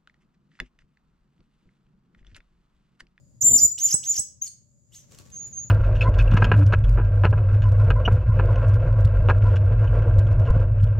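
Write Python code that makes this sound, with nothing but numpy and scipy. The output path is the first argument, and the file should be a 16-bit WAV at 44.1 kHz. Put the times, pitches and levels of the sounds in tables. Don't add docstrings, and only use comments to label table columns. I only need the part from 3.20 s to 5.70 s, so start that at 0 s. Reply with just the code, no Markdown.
import sys
import numpy as np
from scipy import signal
from scipy.fft import rfft, irfft
from scipy.io import wavfile
from scipy.ndimage import uniform_filter1d, minimum_filter1d

SR = 44100
rng = np.random.default_rng(int(sys.argv[2]) if len(sys.argv) > 2 else 0)


def output_pcm(signal):
    pcm = np.clip(np.atleast_2d(signal).T, -1, 1) * 32767
    wavfile.write(sys.argv[1], SR, np.round(pcm).astype(np.int16))


N = 110250
TIME = np.arange(N) / SR

# (time from the start of the call [s], pitch [Hz], level [dB], roughness [0-1])
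WHISTLE = [(0, 7200, -28, .1), (.005, 7040, -17, .05), (.013, 6980, -11, .1), (.017, 5750, -18, .5),
           (.028, 7700, -21, 1), (.036, 7270, -11, .8), (.084, 7205, -7.5, .35), (.1, 7210, -12, .9),
           (.158, 7170, -8, .5), (.164, 6900, -17, .7), (.172, 5750, -21, .9), (.181, 4900, -20, .6),
           (.191, 6850, -19, .5), (.21, 7150, -13, .25), (.235, 7010, -6, .15), (.249, 7080, -10, .2),
           (.255, 7200, -28, .6)]
WARBLE = [(0, 2900, -35, .6), (.006, 3160, -41, 1), (.014, 5750, -33, .7), (.029, 6370, -27, .6),
          (.052, 6750, -18.5, .17), (.064, 7170, -14.5, .12), (.071, 7230, -13, .12),
          (.082, 6950, -12.5, .1), (.093, 6280, -24, .43), (.104, 5300, -43, 1), (.111, 4750, -32, .8),
          (.115, 5200, -40, 1), (.123, 6450, -26, .8), (.131, 5900, -24, .5), (.138, 5000, -24, .4),
          (.143, 6200, -28, .5), (.147, 6480, -15, .15), (.152, 6800, -15, .15), (.156, 5500, -21, .3),
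          (.159, 6700, -20, .3)]
SQUEAK = [(0, 7600, -20, .3), (.003, 7950, -10, .1), (.008, 8010, -12, .15), (.014, 7930, -23, .4)]
CHIRP = [(0, 6780, -64, 0.98), (.003, 6266, -39.5, 0.1), (0.011, 6584, -22.5, 0.056),
         (0.023, 6810, -36, 0.38), (0.037, 7200, -34.5, 1), (0.051, 6600, -41, .8), (.059, 4760, -46, 0.53),
         (0.073, 4200, -49, 1)]
SOFT_CHIRP = [(0, 2710, -60, 0.64), (0.025, 3966, -49.5, 0.85), (0.04, 6730, -36.5, 0.68),
              (.081, 6000, -48, 0.86), (0.104, 5450, -59.5, 0.96)]
PEEP = [(0, 6420, -46, .45), (.028, 6350, -38, .4), (.062, 6630, -35, .5), (.115, 6810, -37, .25),
        (.14, 6850, -35, .1), (.158, 6860, -44, .2)]
LATE_PEEP = [(0, 6480, -38, .6), (.04, 6370, -37, .3), (.056, 6420, -27, .05), (.083, 6630, -32, .3),
             (.104, 6770, -38, .55), (.126, 6820, -32, .15), (.14, 6830, -46, .2), (.175, 6820, -40, .1)]


def from_db(db):
    return 10 ** (np.asarray(db) / 20)


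def rms_one(x):
    return x / np.sqrt(np.mean(x ** 2) + 1e-20)


def in_time(points):
    times, values = np.transpose(points)
    return np.interp(TIME, times, values)


def at_hz(points, hz):
    point_hz, point_db = np.transpose(points)
    return from_db(np.interp(np.log(hz + 1), np.log(point_hz), point_db))


def pan(db):
    gains = from_db(np.array([[.5], [-.5]]) * db)
    return gains / np.sqrt(np.mean(gains ** 2, axis=0))


def drift(top_hz):
    lowpass = signal.butter(3, top_hz, fs=SR, output="sos")
    return rms_one(signal.sosfilt(lowpass, rng.standard_normal(N)))


def noise(spectrum):
    likeness = .27
    white = rfft(rng.standard_normal((2, N)))
    mid, side = irfft(white * at_hz(spectrum, np.fft.rfftfreq(N, 1 / SR)), N)
    return rms_one(np.sqrt(1 + likeness) * mid + np.sqrt(1 - likeness) * side * [[1], [-1]])


def background():
    # (frequency [Hz], level [dB])
    floor = [(20, -45.5), (45, -18.5), (70, -9), (120, -6.5), (230, -18.5), (400, -33.5), (500, -35.5),
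             (590, -24.5), (670, -43.5), (1000, -43.5), (3000, -55.5), (4200, -52), (5000, -41),
             (5700, -60.5), (7000, -49), (8500, -60), (11000, -51.5), (16000, -65.5)]
    # (time [s], level [dB])
    floor_level = [(0, -56), (1.1, -60), (1.65, -61.5), (2.0, -53.5), (2.5, -48.5)]
    hiss_hz, hiss_width_hz, hiss_db = 6940, 700, -70
    radius = np.exp(-np.pi * hiss_width_hz / SR)
    angle = 2 * np.pi * hiss_hz / SR
    resonance = [1, 0, -1, 1, -2 * radius * np.cos(angle), radius * radius]
    hiss = rms_one(signal.sosfilt([resonance, resonance], rng.standard_normal((2, N))))
    rumble = from_db(in_time(floor_level)) * noise(floor) * pan(4.5)
    return rumble + from_db(hiss_db) * hiss


def parrot():
    # (start [s], level [dB], overtones [dB], rasp [dB], length [ratio], pitch [ratio], gesture)
    call_list = [(0.209, -1, -4, -35, 1, 1, WHISTLE), (0.58, 0, -4, -11.5, 0.99, 1, WARBLE),
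                 (0.7399, 1.5, -4, -26, 1, 0.99, SQUEAK), (.833, -3, -8, -12, 0.99, .99, WARBLE),
                 (0.992, -5.5, 3, -25, 1.13, 0.99, SQUEAK), (1.212, 4, -6, -14.5, 0.96, 0.98, CHIRP),
                 (1.72, -6.5, -18, -5, 1, 1, SOFT_CHIRP), (2.12, 0.5, -26, -37, 1.073, 1, PEEP),
                 (2.327, 0, -26, -33, 0.9, 1, LATE_PEEP)]
    overtone_levels = [-12, -41.5, -37.5]
    # (frequency [Hz], level [dB])
    throat = [(5500, 21), (7000, 23.5), (8200, 28), (9500, -5), (11000, 9), (13000, -7.5), (14500, -4.5),
              (15900, -14.5)]
    # (frequency [Hz], level [dB])
    air_spectrum = [(4700, -22), (5600, -13), (7000, -1.5), (8100, 37.5), (9200, -50.5), (12000, -29),
                    (15000, -7.5), (16500, -31)]
    # (frequency [Hz], level [dB])
    rasp_spectrum = [(600, -14.5), (1500, -18.5), (2100, -7), (2550, -9.5), (3000, 1), (4300, -10),
                     (6500, 4.5), (8000, 4.5), (9300, -13.5), (11500, -2), (15500, -11.5)]
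    edge_s = .0034
    wobble_hz = 397
    jitter_share, shimmer_db = .009, 1.36
    clear_hz, break_span_hz = 6660, 1950
    break_jitter_share, break_shimmer_db, break_rasp_db = .022, 4, 12.5
    flutter_hz, flutter_depth, flutter_wander = 548.5, .2, .12
    air_db = -23.5
    subharmonic_db = -45

    jitter, shimmer = drift(wobble_hz), drift(wobble_hz)
    air, rasp = noise(air_spectrum)[0], noise(rasp_spectrum)[0]
    flutter_rate = flutter_hz * (1 + flutter_wander * drift(32))
    flutter = np.sin(2 * np.pi * np.cumsum(flutter_rate) / SR)
    note, overtones = np.zeros((2, N))
    for start, level_db, overtones_db, rasp_db, length, pitch, gesture in call_list:
        times, *controls = np.transpose(gesture)
        times = start + times * length
        gate = np.clip(np.minimum(TIME - times[0], times[-1] - TIME) / edge_s + .5, 0, 1)
        on = gate > 0
        hz, db, rough = [np.interp(TIME[on], times, control) for control in controls]
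        hz = hz * pitch
        low = np.clip((clear_hz - hz) / break_span_hz, 0, 1)

        wobble = (jitter_share + break_jitter_share * low) * rough * jitter[on]
        phase = 2 * np.pi * np.cumsum(hz * (1 + wobble)) / SR
        level = gate[on] * from_db(db + level_db)
        throb = 1 + flutter_depth * rough * flutter[on]
        shake = from_db((shimmer_db + break_shimmer_db * low) * rough * shimmer[on])
        tone = np.sqrt(2) * level * throb * shake

        hoarse = from_db(subharmonic_db) * shimmer[on] * np.sin(phase / 2)
        rasp_gain = from_db(rasp_db + break_rasp_db * low)
        breath = rough * (from_db(air_db) * air[on] + rasp_gain * rasp[on])
        note[on] += tone * (np.sin(phase) + hoarse) + level * breath
        for multiple, partial_db in enumerate(overtone_levels, 2):
            partial_hz = multiple * hz
            gain = from_db(partial_db + overtones_db) * at_hz(throat, partial_hz)
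            gain = gain * (partial_hz < SR / 2)
            overtones[on] += tone * gain * np.sin(multiple * phase)
    flicker = rms_one(from_db(3 * drift(wobble_hz)))
    return note, overtones * flicker


def delayed(x, seconds):
    return np.interp(TIME - seconds, TIME, x, left=0)


def near(x):
    # (left delay [s], right delay [s], level [dB])
    echoes = [(.0031, 0.0051, -12.5), (.0083, 0.0086, -20.5), (0.0109, .0141, -13)]
    out = np.array([x, x])
    for left_s, right_s, db in echoes:
        echo = np.array([delayed(x, int(s * SR) / SR) for s in (left_s, right_s)])
        out = out + from_db(db) * echo
    return out


def room(x):
    # (frequency [Hz], fade time [s])
    fade_times = [(4000, .38), (7000, .32), (8000, .26), (14500, .21)]
    room_db, onset_s = -8, .0088
    t = TIME[:SR * 3 // 4]
    white = rfft(rng.standard_normal((2, len(t))))
    hz = np.fft.rfftfreq(len(t), 1 / SR)
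    centres, t60s = np.transpose(fade_times)
    tail = 0
    for band, t60 in zip(np.eye(len(centres)), t60s):
        band_noise = irfft(white * np.interp(hz, centres, band), len(t))
        tail = tail + band_noise * from_db(-60 * t / t60)
    response = from_db(room_db) * rms_one(tail * (t > onset_s)) / np.sqrt(len(t))
    return signal.fftconvolve(np.atleast_2d(x), response, axes=1)[:, :N]


def puffs():
    # (time [s], half length [s], level [dB], top edge [Hz])
    puff_list = [(0.263, 0.034, -38.5, 854), (0.337, 0.027, -32, 784), (0.415, 0.035, -45.5, 2490),
                 (0.445, 0.018, -37, 603), (0.657, 0.013, -44.5, 590), (0.745, 0.0026, -32, 1630),
                 (0.91, 0.011, -47.5, 544), (0.996, 0.0042, -40, 920)]
    # (frequency [Hz], level [dB])
    puff_spectrum = [(25, -35), (60, 2.5), (150, -0.5), (300, -5), (550, -10.5), (800, -18), (1400, -15.5),
                     (2500, -21.5), (5000, -62.5)]
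    decay_s = .0061
    source, out = noise(puff_spectrum), 0
    for middle, half_length, db, edge_hz in puff_list:
        lowpass = signal.butter(4, edge_hz, fs=SR, output="sos")
        dulled = signal.sosfilt(lowpass, source)
        swell = np.exp(-np.maximum(abs(TIME - middle) - half_length, 0) / decay_s)
        out = out + dulled * from_db(db) * swell
    return out * pan(-12.5)


def feathers():
    # (time [s], level [dB])
    rustle_level = [(1.66, -98.5), (1.72, -67.5), (1.89, -68.5), (1.92, -55.5), (1.96, -55.5), (2.06, -59),
                    (2.25, -56), (2.36, -63.5), (2.5, -66.5)]
    # (frequency [Hz], level [dB])
    rustle_spectrum = [(200, -0.5), (500, -3.5), (800, -11), (3000, -14.5), (4500, -14.5), (7400, -6.5),
                       (9000, -27), (11000, -21), (15500, -26)]
    grain_db, clump_db = 2.2, 2.2
    grain = from_db(grain_db * drift(200) + clump_db * drift(20))
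    return from_db(in_time(rustle_level)) * rms_one(noise(rustle_spectrum) * grain)


def claws():
    # (time [s], level [dB])
    ticks = [(1.912, -55), (1.92, -47.5), (1.947, -46), (1.9867, -38), (2.021, -56.5), (2.102, -51),
             (2.238, -63)]
    # (frequency [Hz], level [dB])
    tick_spectrum = [(300, -11), (1100, -6), (2000, -1), (4000, 8), (7000, 5.5), (11000, 1), (15500, -7)]
    decay_s = .0025
    perch_hz, perch_t60_s, perch_db = 1130, .18, -24.5
    bursts, ring = 0, 0
    for start, db in ticks:
        started = TIME >= start
        since = abs(TIME - start)
        bursts = bursts + from_db(db) * started * np.exp(-since / decay_s)
        ring_gain = from_db(db + perch_db - 60 * since / perch_t60_s)
        ring = ring + ring_gain * started * np.sin(2 * np.pi * perch_hz * since)
    return bursts * noise(tick_spectrum)[0] / 2 + ring


def scene():
    # (time [s], level [dB])
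    voice_pan = [(.215, -6), (.25, 6.5), (.36, 1), (.40, -4), (.445, -0.5), (.49, -2.5), (1.0, -2.5),
                 (1.22, 3.5), (2.4, -5)]
    voice_db, overtone_pan_db = -3, -8
    overtone_room_db, puff_room_db, tick_db = 3.5, -8, 3
    right_lag_s = .000025
    floor = background()
    note, overtones = parrot()
    left, right = near(note) * pan(in_time(voice_pan))
    voice = np.array([left, delayed(right, right_lag_s)])
    voice = voice + near(overtones) * pan(overtone_pan_db)
    voice = voice + room(note + from_db(overtone_room_db) * overtones)
    puff = puffs()
    puff = puff + from_db(puff_room_db) * room(puff)
    rustle = feathers()
    tick = claws()
    tick = from_db(tick_db) * (near(tick) + room(tick))
    return floor + from_db(voice_db) * voice + puff + rustle + tick


def record(dry):
    ceiling, limiter_s, cutoff_hz = .85, .004, 15900
    size = int(limiter_s * SR)
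    needed = ceiling / np.maximum(abs(dry).max(axis=0), ceiling)
    gain = uniform_filter1d(minimum_filter1d(needed, size), size)
    lowpass = signal.ellip(10, .2, 80, cutoff_hz, fs=SR, output="sos")
    return signal.sosfilt(lowpass, gain * dry)


dry = scene()
out = record(dry)
output_pcm(out)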